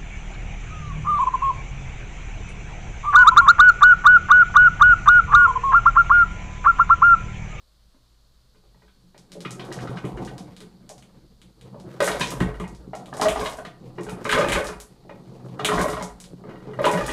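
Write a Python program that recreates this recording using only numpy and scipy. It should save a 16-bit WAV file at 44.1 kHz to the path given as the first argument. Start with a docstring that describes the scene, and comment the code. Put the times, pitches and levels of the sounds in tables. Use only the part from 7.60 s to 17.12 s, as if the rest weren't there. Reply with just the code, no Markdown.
"""Marbles in a tipping wooden tray

Glass marbles roll over wet painted paper in a large hanging wooden tray, tipped to and fro in a small room.
Board modes jolted at random rumble; struck rail modes knock; short sine clicks clack, glass on glass.
The board's lowest mode booms now and then, mostly around the landings; once the board slaps its stop.
One microphone hears it direct and through the room's ring, over a faint hum and a band of hiss.
"""
import sys
import numpy as np
from scipy import signal
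from scipy.fft import rfft, irfft
from scipy.io import wavfile

SR = 44100
rng = np.random.default_rng(int(sys.argv[2]) if len(sys.argv) > 2 else 0)


def waveform_to_disk(signal):
    """Save audio, clipped to [-1, 1], as 16-bit WAV at the path in sys.argv[1]."""
    frames = np.transpose(np.atleast_2d(signal))
    scaled = np.clip(frames, -1, 1) * 32767
    samples = np.round(scaled).astype(np.int16)
    wavfile.write(sys.argv[1], SR, samples)


N = 419832

# Levels in the tables are relative: the mix trims each layer.
# room noise spectrum: (f/Hz, level per Hz/dB)
AIR_SPECTRUM = [(12, -21), (20, 11.5), (45, -25), (81, -33.5), (116, -16.5), (248, -21), (527, -22),
                (607, -22), (873, -27), (1120, -22.5), (2390, -34), (4420, -19.5), (5530, -29.5),
                (14700, -38), (16000, -47.5)]
# rumble of the rolling crowd, swelling on each tip and sinking once it lands: (t/s, level/dB)
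ROLL_LEVEL = [(0, -79.5), (1.5, -68), (1.95, -44.5), (2.28, -42), (2.6, -41), (3.1, -56.5), (3.9, -62.5),
              (4.3, -45.5), (4.74, -42), (5.12, -52), (5.67, -43.5), (5.96, -53.5), (6.25, -52),
              (6.5, -48.5), (6.89, -37.5), (7.21, -59.5), (7.45, -56), (8.2, -36), (8.46, -59),
              (8.66, -53.5), (9.3, -43.5), (9.52, -46)]
# modes of the board under the rolling marbles: (f/Hz, width/Hz, level/dB)
BOARD_MODES = [(128.3, 9.6, 1), (147, 47, -3), (179.5, 19.4, 2.5), (251, 18.3, -7), (299, 28, -5.5),
               (367, 54, -3), (420, 105, -2.5), (544, 96, -6.5), (700, 94, -9), (1000, 780, -10),
               (1680, 720, -19), (2300, 620, -68)]
# the tray jolts as it swings back and the board booms: (t/s, level/dB)
BOOM_EVENTS = [(1.05, -52.5), (2.55, -41), (4.53, -41), (4.81, -28), (5.04, -35.5), (5.7, -31), (6.47, -49),
               (6.92, -28.5), (8.19, -28), (9.44, -38)]
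# the crowd piles up on a rail: (t/s, length/s, rail patter level/dB, glass patter level/dB)
LANDING_EVENTS = [(2.005, 0.37, -56, -58.5), (4.45, 0.2, -39.5, -40.5), (4.794, 0.15, -43.5, -61),
                  (5.629, 0.2, -30, -41.5), (6.452, 0.15, -44.5, -70), (6.689, 0.27, -28.5, -44),
                  (8.112, 0.2, -31.5, -41), (8.862, 0.44, -49.5, -84), (9.236, 0.33, -33, -43.5)]
# modes of the rails: (f/Hz, near rail level/dB, far rail level/dB, t60/s)
RAIL_MODES = [(183.1, -12.5, -14.5, 0.18), (275, -15.5, -13.5, 0.12), (346.5, -11, -15, 0.088),
              (421.3, -11, -7, 0.15), (560, 1, 0.5, 0.028), (643, -13, -6.5, 0.074),
              (683, -4.5, 0.5, 0.027), (725.6, -10, 0.5, 0.044), (894, -4.5, -7, 0.04),
              (985, -8.5, -3.5, 0.054), (1080, -1, 5.5, 0.025), (1215, -3.5, -2, 0.031),
              (1349, -0.5, 1, 0.018), (1522, -2, -3, 0.028), (1740, -4, -2, 0.024), (1904, -5.5, -8, 0.046),
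              (2140, -3.5, -4.5, 0.022), (2460, -9.5, -37.5, 0.035), (2820, -13, -17, 0.038),
              (3370, -40, -50.5, .03)]
# spans with the marbles gathered at the far rail: (start t/s, end t/s)
FAR_RAIL_SPANS = [(3.2, 3.6), (5.25, 6.2), (7.9, 8.7)]
# hands shift on the frame: (t/s, peak level/dB, favoured f/Hz, hardness/dB)
GRIP_EVENTS = [(0.344, -52.5, 275, -5), (0.947, -51.5, 176, 1), (1.035, -54, 330, -17),
               (1.144, -50.5, 185, -8), (1.218, -47, 248, -2), (1.279, -54, 196, 22)]
# marble on rail: (t/s, peak level/dB, f/Hz favoured by the spot struck, hardness/dB)
KNOCK_EVENTS = [(1.544, -42, 763, -1.5), (1.753, -31, 531, -32), (1.849, -22.5, 710, 16.5),
                (1.994, -28, 1080, 31), (2.086, -29.5, 344, -21), (2.115, -32, 447, 16),
                (2.187, -28.5, 444, 14), (2.272, -28, 1153, 22), (2.37, -30, 479, 9), (2.439, -28, 400, -1),
                (2.572, -27.5, 355, 0.5), (2.674, -34.5, 353, 20), (2.713, -33, 720, -16),
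                (3.009, -42.5, 406, 2), (3.298, -32.5, 752, -9), (4.143, -33.5, 930, -17),
                (4.403, -7.5, 542, 3), (4.428, -18.5, 914, 10), (4.475, -9.5, 690, 7),
                (4.529, -22, 572, -1), (4.609, -10.5, 985, 27.5), (4.717, -27, 985, -1),
                (4.804, -16, 356, 3), (4.879, -34, 398, -12), (4.999, -18.5, 490, -4),
                (5.039, -30.5, 1000, -1), (5.333, -22, 700, -1.5), (5.48, -37, 1180, -12),
                (5.527, -23.5, 910, 0), (5.571, -25.5, 700, -1), (5.597, -15, 725, 1), (5.616, -7, 664, 1),
                (5.654, -8, 646, -6), (5.758, -14, 700, 4), (5.789, -24, 432, -11), (5.857, -17.5, 640, 16),
                (5.924, -30, 700, -1), (5.985, -24, 686, -2), (6.049, -28.5, 700, 19),
                (6.382, -19.5, 337, -9.5), (6.465, -28, 410, -3), (6.487, -29.5, 880, 13),
                (6.651, -16, 523, 1), (6.693, -12, 420, 18), (6.725, -7, 980, 21), (6.775, -5, 560, 4.5),
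                (6.809, -11.5, 560, 8.5), (6.896, -16.5, 560, 17), (6.924, -12, 976, 25.5),
                (6.989, -17, 553, 3.5), (7.087, -22, 1290, -5.5), (7.129, -32.5, 1000, 2),
                (7.449, -39, 340, -29), (7.493, -29, 835, -3.5), (7.993, -18.5, 700, 8.5),
                (8.048, -17.5, 710, -25), (8.086, -9, 420, 9), (8.117, -9.5, 376, -1.5),
                (8.179, -10, 395, -1), (8.197, -14.5, 390, 4), (8.24, -13, 1040, -13),
                (8.331, -22, 360, 16), (8.367, -22.5, 630, 1), (8.409, -22.5, 906, -5.5),
                (8.837, -34, 1220, -14), (8.891, -32.5, 346, 1), (9.079, -32.5, 430, -8),
                (9.189, -13.5, 1220, -9), (9.241, -7.5, 560, 4.5), (9.265, -7, 1010, -4),
                (9.334, -11.5, 624, -7), (9.373, -13.5, 563, 3), (9.489, -17.5, 1154, 5)]
# marble on marble: (t/s, level/dB, f/Hz)
CLACK_EVENTS = [(1.579, -42, 5120), (1.719, -35.5, 4700), (1.8058, -35, 4840), (1.908, -31, 6600),
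                (2.126, -30, 5360), (2.452, -36, 2980), (2.65, -37, 5650), (2.781, -35, 4930),
                (2.9655, -38.5, 4160), (3.005, -37, 4170), (3.2926, -34, 6240), (3.3807, -44, 5550),
                (3.425, -43.5, 3040), (3.8168, -42.5, 3660), (4.0122, -43, 3700), (4.2, -44, 4800),
                (4.4051, -21, 4200), (4.427, -21.5, 8550), (4.444, -18.5, 9700), (4.468, -18, 9050),
                (4.606, -29, 3480), (4.53, -35, 11000), (4.597, -26, 8900), (4.706, -24, 11000),
                (4.804, -26.5, 3180), (4.9997, -33.5, 2840), (5.0786, -42.5, 7100), (5.1493, -44.5, 5270),
                (5.352, -37, 6250), (5.459, -39, 3540), (5.539, -36, 5010), (5.5693, -32, 8350),
                (5.6143, -15.5, 4950), (5.685, -15, 2960), (5.8106, -50, 7000), (5.897, -35, 8500),
                (5.9724, -38, 9500), (6.052, -41, 4030), (6.41, -43.5, 6560), (6.434, -37, 8350),
                (6.4955, -34.5, 9010), (6.645, -32.5, 6560), (6.693, -24, 3250), (6.7149, -14.5, 3370),
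                (6.788, -25, 6500), (6.8862, -17.5, 3050), (6.9208, -11.5, 2690), (7.0442, -30.5, 8800),
                (7.0696, -26.5, 5250), (7.202, -30, 10400), (7.991, -46, 3140), (8.0474, -7.5, 3230),
                (8.1409, -28, 3800), (8.192, -28, 6000), (8.215, -20, 10000), (8.3006, -31, 8880),
                (8.4255, -27.5, 6500), (8.6021, -34.5, 7660), (8.641, -37, 4470), (9.2549, -15.5, 3300),
                (9.315, -25, 8400), (9.465, -25, 8540), (9.491, -25, 2940)]
# a marble drops off a ridge onto the board: (t/s, peak level/dB)
BUMP_EVENTS = [(1.856, -23.5), (2.237, -24.5), (2.294, -21.5), (2.443, -20), (2.517, -35), (4.411, -25),
               (4.609, -18.5), (4.808, -10.5), (5.276, -28.5), (6.379, -30), (6.651, -27), (6.806, -18),
               (6.894, -27), (8.12, -26), (8.166, -20), (8.331, -24.5), (8.734, -29.5), (9.074, -24)]
# decay of the room's tail: (f/Hz, t60/s)
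ROOM_DECAY = [(200, 0.3), (1000, 0.38), (4000, 0.2), (12000, 0.31)]

AIR_DB = -62
HUM_HZ, HUM_DB = 118, -74
BRIGHT_AT_DB, BRIGHT_PER_DB = -46, 0.1892   # louder rolling is brighter: dB an octave per dB above this level
LANDING_BRIGHT_DB = 2.5   # dB an octave added while the crowd lands
LUMPY_DB = 2.5   # spread of the surges as marbles cross ridges of paint
BOOM_HZ, BOOM_WIDTH_HZ = 51, 11
BOOM_RISE_DB_PER_S, BOOM_FALL_DB_PER_S, BOOM_REST_DB = 404, 72, -61.5
GATHER_DB_PER_S, SCATTER_DB_PER_S = 501, 138
RAIL_UNDER_ROLL_DB, GLASS_UNDER_ROLL_DB, GLASS_REST_DB = -17, -25, -83   # stragglers between landings
KNOCK_RISE_S = 0.003
CRACK_DB, CRACK_T60_S, CRACK_HZ = -3, 0.077, (810, 3140)
BITE_DB, BITE_HZ, BITE_PER_HARD_DB = -14.5, (2240, 4160), 1.68   # shares the crack's t60
# hard clacks pass down a row of five more marbles; chatter is quieter for clacks below CHATTER_ABOVE_DB
CHATTER_GAP_S, CHATTER_DB, CHATTER_LOSS_DB = 0.006, -0.5, 4.6
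CHATTER_SPREAD_DB, CHATTER_ABOVE_DB, CHATTER_SOFT_DB_PER_DB = 9, -35.5, 1.72
RATTLE_S, RATTLE_DB, RATTLE_GAP_S, RATTLE_LOSS_DB = 4.812, -12, 0.0165, 1
ROOM_DB, EARLY_DB, EARLY_T60_S, EARLY_RISE_S = 13, 10, 0.12, 0.0041   # dB against the direct sound
GLASS_TOP_HZ, GLASS_DIRECT_DB, WOOD_WET_DB = 11300, -6.5, 5.5
WIDE_DB, WIDE_HZ = -13, 9500
OVERLOAD_TOP = 0.35   # full scale is 1
CUTOFF_HZ = 16000


def amp(db):
    """Decibels to amplitude."""
    return 10 ** (np.asarray(db) / 20)


def rms_one(x):
    """Scale to an RMS of 1."""
    return x / np.sqrt(np.mean(x ** 2) + 1e-20)


def at_hz(points, hz):
    """Read a curve of (f/Hz, value) along log frequency."""
    point_hz, values = np.transpose(points)
    return np.interp(np.log(hz), np.log(point_hz), values)


def convolve(x, response):
    """Convolve and trim to the scene's length."""
    return signal.fftconvolve(x, response)[:N]


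def band_pass(x, edges_hz):
    """Keep one band of x, between two edges in Hz."""
    return signal.sosfilt(signal.butter(2, edges_hz, "band", fs=SR, output="sos"), x)


def drift(rate_hz):
    """Smooth chance of RMS 1: noise through two equal low-pass poles, at a fortieth of SR."""
    r = np.exp(-80 * np.pi * rate_hz / SR)
    noise = rng.standard_normal(N // 40 + 2002)
    slow = signal.lfilter([1], [1, -2 * r, r * r], noise)[2000:]   # drop the filter's start
    return np.interp(np.arange(N) / 40, np.arange(len(slow)), rms_one(slow))


def resonance(x, hz, width_hz):
    """One mode as a two-pole resonance, gain about 1 on top."""
    r = np.exp(-np.pi * width_hz / SR)
    poles = [1, -2 * r * np.cos(2 * np.pi * hz / SR), r * r]
    return signal.lfilter((1 - r * r) / 2 * np.array([1, 0, -1]), poles, x)


def patter(per_s, spread_db):
    """Small contacts at random moments, of either sign; a spread above 0 makes them uneven."""
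    sizes = amp(spread_db * np.minimum(rng.exponential(1, N), 4))
    signs = rng.choice([-1, 1], N)
    return sizes * signs * (rng.random(N) < per_s / SR)


def place(times, sounds):
    """Start each row of sounds at its time in seconds."""
    out = np.zeros(N + SR)
    for s, sound in zip(times, sounds):
        start = round(s * SR)
        out[start:start + len(sound)] += sound
    return out[:N]


def swells(starts, lengths, tops_db, rise_db_per_s, fall_db_per_s):
    """Level in dB: each swell rises, holds for its length and falls; the loudest counts."""
    t, out = np.arange(N) / SR, np.full(N, -200.)
    for s, length, db in zip(starts, lengths, tops_db):
        rise_db = rise_db_per_s * np.maximum(s - t, 0)
        fall_db = fall_db_per_s * np.maximum(t - s - length, 0)
        out = np.maximum(out, db - rise_db - fall_db)
    return out


def air():
    """Steady room noise with a hiss band near 4 kHz, and a wavering hum."""
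    hz = np.maximum(np.fft.rfftfreq(N, 1 / SR), 1)
    spectrum = rfft(rng.standard_normal(N)) * amp(at_hz(AIR_SPECTRUM, hz))
    noise = rms_one(irfft(spectrum, N))
    tone = np.sqrt(2) * np.sin(2 * np.pi * HUM_HZ * np.arange(N) / SR)
    hum = amp(HUM_DB + 5.0 * drift(2.2)) * tone
    return amp(AIR_DB) * noise + hum


def rolling(level_db, bright_db):
    """Paint lumps and paper grain jolt the board; faster marbles reach its upper modes."""
    jolts = rms_one(patter(900, spread_db=0.0))
    out = 0
    for k, (hz, width_hz, db) in enumerate(BOARD_MODES):
        wander_db = 1.8 * drift(6.8)   # marbles cross nodes and bellies of each mode
        gain = amp(db + wander_db + bright_db * np.log2(hz / 180))
        out = out + (-1) ** k * gain * rms_one(resonance(jolts, hz, width_hz))
    return amp(level_db + LUMPY_DB * drift(15.0)) * out


def boom(level_db):
    """The board's lowest bending mode, shaken at random: noise through two resonances."""
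    shaken = resonance(rng.standard_normal(N), BOOM_HZ, 2 * BOOM_WIDTH_HZ)
    return amp(level_db) * rms_one(resonance(shaken, BOOM_HZ, BOOM_WIDTH_HZ))


def at_far_rail(s):
    """True while the marbles are at the far rail."""
    return sum((s > a) & (s < b) for a, b in FAR_RAIL_SPANS) > 0


def rail_rings():
    """One decaying sine for each rail mode."""
    hz, near_db, far_db, t60 = np.transpose(RAIL_MODES)[:, :, None]
    t = np.arange(SR // 4) / SR
    return amp(-60 * t / t60) * np.sin(2 * np.pi * hz * t)


def rail_patter(level_db):
    """The crowd of lesser knocks, each ringing a third of the rail's modes."""
    blows, dealt = patter(250, spread_db=8.5), rng.integers(0, 3, N)
    far = at_far_rail(np.arange(N) / SR)
    out = 0
    for k, (ring, (hz, near_db, far_db, t60)) in enumerate(zip(rail_rings(), RAIL_MODES)):
        gain = np.where(far, amp(far_db), amp(near_db))
        out = out + convolve(blows * (dealt == k % 3) * gain, ring)
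    return amp(level_db - 6.5) * rms_one(out)


def glass_click(hz, cycles):
    """A short hard contact builds over part of a cycle, then falls 60 dB in a few cycles."""
    t = np.arange(SR // 200) / SR
    return amp(-60 * t * hz / cycles) * (1 - np.exp(-4.0 * hz * t)) * np.sin(2 * np.pi * hz * t)


def glass_patter(level_db):
    """The crowd of lesser clacks, dealt among clicks of six pitches."""
    touches, dealt = patter(600, spread_db=7.0), rng.integers(0, 6, N)
    crowd = 0
    for k, hz in enumerate(np.geomspace(3500, 11000, 6)):
        crowd = crowd + convolve(touches * (dealt == k), glass_click(hz, 2.95))
    return amp(level_db + 2.0) * rms_one(crowd)


def knocks(rows):
    """The spot struck favours the modes near it; a harder blow rings the upper modes more and cracks."""
    s, db, spot_hz, hard_db = np.transpose(rows)[:, :, None]
    hz, near_db, far_db, t60 = np.transpose(RAIL_MODES)
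    favour_db = 15.5 * np.exp(-.5 * (np.log2(hz / spot_hz) / 0.058) ** 2)
    upper_db = hard_db * np.clip(np.log2(hz / 700), 0, 1)   # in full from 1400 Hz up
    mode_db = np.where(at_far_rail(s), far_db, near_db) + favour_db + upper_db
    chance = rng.standard_normal((len(s), 2, len(hz)))
    sounds = (amp(mode_db + 4.42 * chance[:, 0]) * np.sign(chance[:, 1])) @ rail_rings()
    # the many close upper modes of the wood blur into a short burst of noise
    t = np.arange(sounds.shape[1]) / SR
    decay_db = -60 * t / CRACK_T60_S
    crack = band_pass(rng.standard_normal(sounds.shape), CRACK_HZ)
    sounds += amp(CRACK_DB + hard_db + decay_db) * crack
    bite = band_pass(rng.standard_normal(sounds.shape), BITE_HZ)   # hard blows bite higher still
    sounds += amp(BITE_DB + BITE_PER_HARD_DB * hard_db + decay_db) * bite
    sounds *= np.minimum(t / KNOCK_RISE_S, 1)   # the rail takes a moment to speak
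    peaks = np.abs(sounds).max(axis=1, keepdims=True)
    return place(s[:, 0], amp(db - 3.5) * sounds / peaks)


def clacks():
    """Single clacks of two clicks each, the hard ones running on through the neighbours."""
    s, db, hz = np.transpose(CLACK_EVENTS)[:, :, None]
    chance = rng.random((len(s), 6, 3))
    soft_db = CHATTER_SOFT_DB_PER_DB * np.minimum(db - CHATTER_ABOVE_DB, 0)
    out = 0
    for k in range(6):   # 0 is the clack itself, the rest its chatter
        late, tone, size = np.moveaxis(chance[:, k], 1, 0)[:, :, None] * (k > 0)
        chatter_db = CHATTER_DB - CHATTER_LOSS_DB * k - CHATTER_SPREAD_DB * size + soft_db
        less_db = (k > 0) * chatter_db
        upper_click = glass_click(7200 * 2 ** (0.53 * tone), 3.0 + 1.0 * tone)
        click = glass_click(hz, 4.5) + 1.63 * upper_click
        times = s + CHATTER_GAP_S * (k + late)
        out = out + place(times[:, 0], amp(db + 15 + less_db) * click)
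    return out


def bumps():
    """A soft drop rings the board's low modes, each with a random sign."""
    s, db = np.transpose(BUMP_EVENTS)
    hz, width_hz, mode_db = np.transpose(BOARD_MODES[:7])[:, :, None]
    t = np.arange(SR // 4) / SR
    gain = amp(mode_db + 3.8 * np.log2(hz / 180))
    rings = gain * np.exp(-.6 * np.pi * width_hz * t) * np.sin(2 * np.pi * hz * t)
    sounds = rng.choice([-1, 1], (len(s), len(rings))) @ rings
    peaks = np.abs(sounds).max(axis=1, keepdims=True)
    return place(s, amp(db - 1.5)[:, None] * sounds / peaks)


def rattle():
    """The board slaps its stop four times: soft pulses with a slow rebound, evenly spaced and dying."""
    k = np.arange(4)
    t = np.arange(SR // 50) / SR
    push = np.exp(-.5 * ((t - .003) / 0.0006) ** 2)
    rebound = 0.15 * np.exp(-.5 * ((t - .007) / 0.0036) ** 2)
    levels = amp(RATTLE_DB - RATTLE_LOSS_DB * k)[:, None]
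    return place(RATTLE_S + RATTLE_GAP_S * k, levels * (push - rebound))


def room_response():
    """Direct sound, dense echoes off tray and near walls, and a tail dying by band; energy 1."""
    t = np.arange(SR // 2) / SR
    tail = 0
    for low in 60 * 2. ** np.arange(0, 8.1):   # octave bands
        noise = band_pass(rng.standard_normal(len(t)), [low, min(2 * low, .45 * SR)])
        tail = tail + noise * amp(-60 * t / at_hz(ROOM_DECAY, 1.4 * low))
    early = rng.standard_normal(len(t)) * amp(-60 * t / EARLY_T60_S) * np.minimum(t / EARLY_RISE_S, 1)
    response = amp(ROOM_DB) * tail / np.linalg.norm(tail) + amp(EARLY_DB) * early / np.linalg.norm(early)
    response[0] = 1
    return response / np.linalg.norm(response)


def scene():
    """Rolling and landings set the levels; struck wood and glass also ring the room."""
    roll_db = np.interp(np.arange(N) / SR, *np.transpose(ROLL_LEVEL))
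    s, length, rail_top_db, glass_top_db = np.transpose(LANDING_EVENTS)
    pace = GATHER_DB_PER_S, SCATTER_DB_PER_S
    landing = amp(swells(s, length, 0 * s, *pace))   # 1 while the crowd lands
    bright_db = BRIGHT_PER_DB * (roll_db - BRIGHT_AT_DB) + LANDING_BRIGHT_DB * landing
    rail_db = np.maximum(swells(s, length, rail_top_db, *pace), roll_db + RAIL_UNDER_ROLL_DB)
    glass_db = np.maximum(swells(s, length, glass_top_db, *pace), roll_db + GLASS_UNDER_ROLL_DB)
    glass_db = np.maximum(glass_db, GLASS_REST_DB)
    s, db = np.transpose(BOOM_EVENTS)
    boom_db = np.maximum(swells(s, 0 * s, db, BOOM_RISE_DB_PER_S, BOOM_FALL_DB_PER_S), BOOM_REST_DB)

    board = rolling(roll_db, bright_db) + boom(boom_db) + bumps() + rattle()
    wood = rail_patter(rail_db) + knocks(GRIP_EVENTS) + knocks(KNOCK_EVENTS)
    glass = glass_patter(glass_db) + clacks()
    # the room soaks up the top of the glass
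    dulled = signal.sosfilt(signal.butter(4, GLASS_TOP_HZ, fs=SR, output="sos"), glass)
    # the big tray throws more sound straight at the microphone than the small marbles do
    direct = wood + amp(GLASS_DIRECT_DB) * glass
    room = convolve(amp(WOOD_WET_DB) * wood + dulled, room_response())
    mono = air() + board + direct + room
    return np.array([mono, mono])


def record(dry):
    """The top treble differs a little between channels, by a random drift; peaks are rounded; the top is cut."""
    treble = signal.sosfilt(signal.butter(4, WIDE_HZ, "high", fs=SR, output="sos"), dry[0])
    wide = dry + amp(WIDE_DB) * drift(150.) * treble * [[1], [-1]]
    rounded = OVERLOAD_TOP * np.tanh(wide / OVERLOAD_TOP)
    top_cut = signal.cheby2(12, 70, CUTOFF_HZ * 1.04, fs=SR, output="sos")   # 70 dB down just above the cutoff
    return signal.sosfilt(top_cut, rounded)


dry = scene()
out = record(dry)
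waveform_to_disk(out)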